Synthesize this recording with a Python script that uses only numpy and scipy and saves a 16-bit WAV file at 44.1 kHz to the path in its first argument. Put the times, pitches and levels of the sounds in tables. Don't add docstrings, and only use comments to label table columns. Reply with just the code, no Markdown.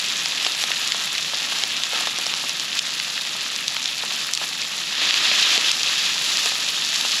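import sys
import numpy as np
from scipy import signal
from scipy.fft import rfft, irfft
from scipy.io import wavfile
from scipy.ndimage import uniform_filter1d, minimum_filter1d

SR = 44100
rng = np.random.default_rng(int(sys.argv[2]) if len(sys.argv) > 2 else 0)


def to_wav(s):
    ch = np.atleast_2d(s).T
    pcm = np.round(np.clip(ch, -1, 1) * 32767)
    wavfile.write(sys.argv[1], SR, pcm.astype(np.int16))


N = 317520


def gain_of(db):
    return 10 ** (np.asarray(db) / 20)


def evened(x):
    return x / np.sqrt(np.mean(x ** 2) + 1e-20)


def read(points, hz):
    f, value = np.transpose(points)
    return np.interp(np.log(hz + 1), np.log(f + 1), value)


def bins(size=N):
    return np.fft.rfftfreq(size, 1 / SR)


def filtered(x, response):
    return irfft(rfft(x) * response, N)


def bell(hz, centre_hz, octaves):
    return np.exp(-.5 * (np.log2((hz + 1) / centre_hz) / octaves) ** 2)


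def wander(rate_hz):
    return evened(filtered(rng.standard_normal(N), 1 / (1 + (bins() / rate_hz) ** 2)))


def add(mix, t_s, sound):
    start = round(t_s * SR) - len(sound) // 2
    part = mix[max(start, 0):max(start + len(sound), 0)]
    part += sound[max(-start, 0):][:len(part)]


# f/Hz, level/dB per Hz
FAN_AIR = [(20, -33), (50, -27), (80, -14), (125, -7.5), (155, 1.5), (210, -1), (280, -1.5), (380, -8),
           (700, -5), (2000, -18), (16000, -32)]
FAN_RMS_DB = -48
# mean f/Hz, rms level/dB
FAN_DRONES = [(111, -71.5), (151, -61.5), (179, -61), (222, -62.5), (268, -74)]


def fan(waver_hz=3.54):
    air = filtered(rng.standard_normal(N), gain_of(read(FAN_AIR, bins())))
    out = gain_of(FAN_RMS_DB) * evened(air)
    for hz, db in FAN_DRONES:
        phase = 2 * np.pi * np.cumsum(hz + waver_hz * wander(9.0)) / SR
        out += gain_of(db) * evened(np.sin(phase))
    return out


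def kitchen(x, t60_s=0.29, size=12000):
    t = np.arange(size) / SR
    tail = rng.standard_normal(size) * gain_of(-60 * t / t60_s) * (t > .002)
    return signal.oaconvolve(x, tail / np.linalg.norm(tail))[:N]


def burst(pitch_hz, octaves, spray_db, spray_s, size=2048):
    t = (np.arange(size) - size // 2) / SR
    band = bell(bins(size), pitch_hz, octaves)
    snap = irfft(band * rfft(-1. * (t == 0)))
    after = t > 1 / pitch_hz
    spray = irfft(band * rfft(rng.standard_normal(size) * after * np.exp(-abs(t) / spray_s)))
    spray *= np.linalg.norm(snap) / np.linalg.norm(spray)
    return (snap + gain_of(spray_db) * spray) / abs(snap).max()


DROPS_PER_S, DROP_OVER_SIZZLE_DB = 16, 14.5
DROP_HZ, DROP_SPREAD_OCTAVES = 4200, .55
FOAM_MUFFLES_DB = 8.5


def small_drops(count=200):
    gap, pitch = rng.random((count, 2)).T
    t_s = np.cumsum(-np.log(1 - gap)) / DROPS_PER_S
    db = boiling(t_s)[0] + DROP_OVER_SIZZLE_DB - FOAM_MUFFLES_DB * melted(t_s)
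    return zip(t_s, db, DROP_HZ * 2 ** (DROP_SPREAD_OCTAVES * (2 * pitch - 1)))


# t/s, level/dB before pop_db, nominal f/Hz
WATER_POPS = [(.2586, -3.5, 4090), (0.449, -4, 4020), (.4642, -8, 3340), (0.4667, -3, 3700),
              (.639, -0.5, 3940), (.7173, -3, 2980), (.8764, -4.5, 5030), (.921, 1.5, 3730),
              (1.152, -8.5, 3760), (1.1811, -6, 3930), (1.637, 2.5, 4100), (1.836, -3.5, 3860),
              (2.0087, -8.5, 6430), (2.072, -5.5, 3850), (2.187, -7, 5700), (2.267, -4, 4600),
              (2.339, -6, 3880), (2.4946, -5.5, 4800), (2.5979, -6, 4840), (2.7906, -3.5, 4700),
              (2.793, 3, 4170), (2.9998, -5, 3270), (3.1784, -8, 2830), (3.6808, -2, 4620),
              (3.7667, -6.5, 3220), (3.8577, -3.5, 3860), (4.3363, 4, 5300), (4.351, -1.5, 5500),
              (4.3751, -4, 3940), (5.109, 2.5, 3170), (5.142, .5, 3420), (5.273, -6, 3180),
              (5.3154, -5, 2970), (5.4297, 1.5, 3600), (5.578, 3, 3900), (5.716, 4, 5270),
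              (6.459, -2.5, 5840)]
# t/s, level/dB before plop_db, nominal f/Hz
FAT_PLOPS = [(.259, -22, 1320), (.465, -15.5, 1150), (.639, -17, 1090), (.707, -22.5, 925),
             (.947, -18, 1190), (1.336, -19.5, 1100), (1.524, -20, 1290), (1.638, -18, 960),
             (1.933, -18.5, 1030), (2.073, -14, 1170), (2.187, -22.5, 810), (2.266, -17.5, 1260),
             (2.339, -20.5, 1290), (2.44, -21.5, 1070), (3.353, -23, 1290), (3.766, -19.5, 1450),
             (4.037, -18, 1120), (4.117, -23, 1160), (4.416, -20.5, 1040), (5.018, -21.5, 940),
             (5.316, -19.5, 900), (5.58, -19.5, 477), (6.459, -18, 1050), (6.52, -21, 1190),
             (7.051, -18, 1070)]


def spatter(pop_db=1.0, plop_db=3.0, dull_hz=13500):
    out = np.zeros(N)
    for t_s, db, hz in WATER_POPS:
        pop = burst(hz * .9, octaves=0.61, spray_db=-1.5, spray_s=0.00097)
        add(out, t_s, gain_of(db + pop_db) * pop)
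    for t_s, db, hz in FAT_PLOPS:
        plop = burst(hz * .75, octaves=0.82, spray_db=-5.5, spray_s=0.0082)
        add(out, t_s, gain_of(db + plop_db) * plop)
    for t_s, db, hz in small_drops():
        add(out, t_s, gain_of(db) * burst(hz, octaves=0.47, spray_db=-4, spray_s=0.00038))
    return filtered(out, 1 / np.sqrt(1 + (bins() / dull_hz) ** 8))


BUTTER_S, MELT_S = 4.85, 0.36


def melted(t):
    return np.clip((t - BUTTER_S) / MELT_S, 0, 1)


SEAR_DB, SEAR_FINE_DB, SEAR_COARSE_DB = -25.5, 2.6, 1.6
SETTLE_DB_PER_S = 0.77
BUTTER_DB, BUTTER_FINE_DB, BUTTER_COARSE_DB = -26.5, 2, 0.5
SWELL_SHARE, SUBSIDE_S = .36, 0.039
# start t/s, length/s, level/dB, fine/dB, coarse/dB
STIR_SURGES = [(0.438, 0.025, -27, 2, 4), (0.563, .07, -29, 11, -11), (1.298, .36, -34.5, 4, 7.5),
               (1.9, .11, -28.5, 3, 10), (2.198, .25, -36, 2, 7), (2.741, 0.044, -29.5, 3, -4),
               (4.02, .27, -31.5, 5, 2), (4.406, 0.034, -26, 3, 2), (4.478, .45, -33, 2.5, 2),
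               (4.869, 0.46, -19.5, -9, -2), (5.291, .28, -18, -3.5, -1), (5.618, .08, -20, -4.5, -1.5),
               (5.757, 0.36, -25.5, -5, -2), (6.138, .36, -29, 7.5, 2), (6.839, .35, -32.5, 9, 4)]


def boiling(t):
    parts = [(1, SEAR_DB - SETTLE_DB_PER_S * t, SEAR_FINE_DB, SEAR_COARSE_DB),
             (melted(t), BUTTER_DB, BUTTER_FINE_DB, BUTTER_COARSE_DB)]
    for start_s, length_s, *levels_db in STIR_SURGES:
        swell = np.clip((t - start_s) / (SWELL_SHARE * length_s), 0, 1)
        subside = np.exp(-np.maximum(t - start_s - length_s, 0) / SUBSIDE_S)
        parts.append((swell * subside, *levels_db))
    whole = fine = coarse = 0
    for envelope, db, fine_db, coarse_db in parts:
        power = (envelope * gain_of(db)) ** 2
        whole = whole + power
        fine = fine + power * gain_of(fine_db) ** 2
        coarse = coarse + power * gain_of(coarse_db) ** 2
    return 10 * np.log10([whole, fine / whole, coarse / whole])


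def bursts(per_s, spread_db):
    chance, depth, sign = rng.random(N), rng.exponential(1, N), rng.choice([-1., 1.], N)
    size = gain_of(spread_db * (depth % 4)) * sign
    return evened(size * (chance < per_s / SR))


def bubbles(activity, tint, per_s, spread_db, octaves, patch_db, count):
    pitches_hz = np.geomspace(400, 12000, count)
    bands = np.array([bell(bins(), hz, octaves) for hz in pitches_hz]) + 1e-9
    bands /= np.linalg.norm(bands, axis=0)
    spectrum = 0
    for hz, band in zip(pitches_hz, bands):
        flurries = gain_of(patch_db * wander(30)) ** 2
        rate = per_s * np.sqrt(hz / 3000) * activity * flurries
        spectrum += band * rfft(tint(hz) * bursts(rate, spread_db))
    return spectrum


# f/Hz, level/dB per Hz
SIZZLE_COLOUR = [(120, -48), (200, -26.5), (273, -13), (379, -18.5), (946, -11.5), (1200, -9.5),
                 (1490, -8.5), (1640, -6.5), (2280, -6), (2630, -2.5), (3660, 2), (7070, -10), (8960, -23),
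                 (10600, -16.5), (15800, -38.5)]
# f/Hz, width/Hz at half the dB, level/dB
PAN_PEAKS = [(1290, 300, 2.5), (1485, 85, -4.5), (1750, 420, 2), (2270, 280, -0.5), (2580, 530, 4),
             (3460, 490, 0.5), (7170, 540, 2.5), (9200, 340, 0), (11900, 430, 3.5), (13300, 2100, -6)]


def pan_colour(hz):
    peaks_db = sum(db / (1 + (2 * (hz - f) / width) ** 2) for f, width, db in PAN_PEAKS)
    colour = gain_of(read(SIZZLE_COLOUR, hz) + peaks_db)
    main = (hz > 1800) & (hz < 6000)
    return colour / np.sqrt(np.mean(colour ** 2 * main))


FOAM_HZ, FOAM_OCTAVES, FOAM_DB = 5500, 0.35, 2


def sizzle(fizz_db=-3.0, crackle_db=-5.0, spits_db=-7.5, clump_db=0.76):
    t = np.arange(N) / SR
    coarse_t = t[::100]
    boil_db, fine_db, coarse_db = [np.interp(t, coarse_t, row) for row in boiling(coarse_t)]
    boil = gain_of(boil_db)
    butter = melted(t)
    activity = evened(boil * gain_of(clump_db * wander(45))) ** 2

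    def tint(hz):
        foam_db = FOAM_DB * bell(hz, FOAM_HZ, FOAM_OCTAVES) * butter
        fine_share = read([(3600, 0), (8500, 1)], hz)
        coarse_share = read([(1100, 1), (2600, 0.078)], hz)
        return gain_of(foam_db + fine_db * fine_share + coarse_db * coarse_share)

    def fling(hz):
        tick_db = read([(700, -9), (1500, -5), (3500, -5), (7000, -1), (12000, 1)], hz)
        return np.sqrt(evened(boil)) * tint(hz) * gain_of(tick_db)

    crowd = evened(activity ** .15) ** 2
    growth = np.sqrt(activity / crowd)

    def grown(hz):
        return growth * tint(hz)

    fizz = bubbles(activity, tint, per_s=2400, spread_db=3.5, octaves=0.31, patch_db=1.16, count=12)
    crackle = bubbles(crowd, grown, per_s=1100, spread_db=5.0, octaves=1.0, patch_db=1.5, count=5)
    spits = bubbles(1, fling, per_s=15, spread_db=3.3, octaves=.55, patch_db=4, count=6)
    spectrum = gain_of(fizz_db) * fizz + gain_of(crackle_db) * crackle + gain_of(spits_db) * spits
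    return np.sqrt(np.mean(boil ** 2)) * irfft(spectrum * pan_colour(bins()), N)


# f/Hz, level/dB
SIDE_WIDTH = [(100, -30), (600, -31), (1500, -47), (3000, -72), (7000, -49), (10700, -22.5), (12000, -2.5),
              (14000, 0), (15500, -1)]


def scene(room_db=-16):
    near = fan() + spatter() + sizzle()
    mid = near + gain_of(room_db) * kitchen(near)
    side = filtered(kitchen(near, t60_s=0.12), gain_of(read(SIDE_WIDTH, bins())))
    return np.array([mid + side, mid - side])


NOTCH_HZ, CEILING_DB, EDGE_HZ = 9020, -.4, 15790


def record(dry, notch_q=34, recover_db_per_s=110):
    notch = signal.iirnotch(NOTCH_HZ, notch_q, SR)
    x = signal.lfilter(*notch, dry)
    x = signal.lfilter(*notch, x)
    over_db = np.maximum(20 * np.log10(abs(x).max(0) + 1e-9) - CEILING_DB, 0)
    fall_db = np.arange(N) * recover_db_per_s / SR
    duck_db = np.maximum.accumulate(over_db + fall_db) - fall_db
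    smooth_db = uniform_filter1d(minimum_filter1d(-duck_db, size=41), size=41)
    low_pass = signal.firwin(1023, EDGE_HZ, window=("kaiser", 9), fs=SR)
    return signal.oaconvolve(x * gain_of(smooth_db), low_pass[None], "same")


dry = scene()
out = record(dry)
to_wav(out)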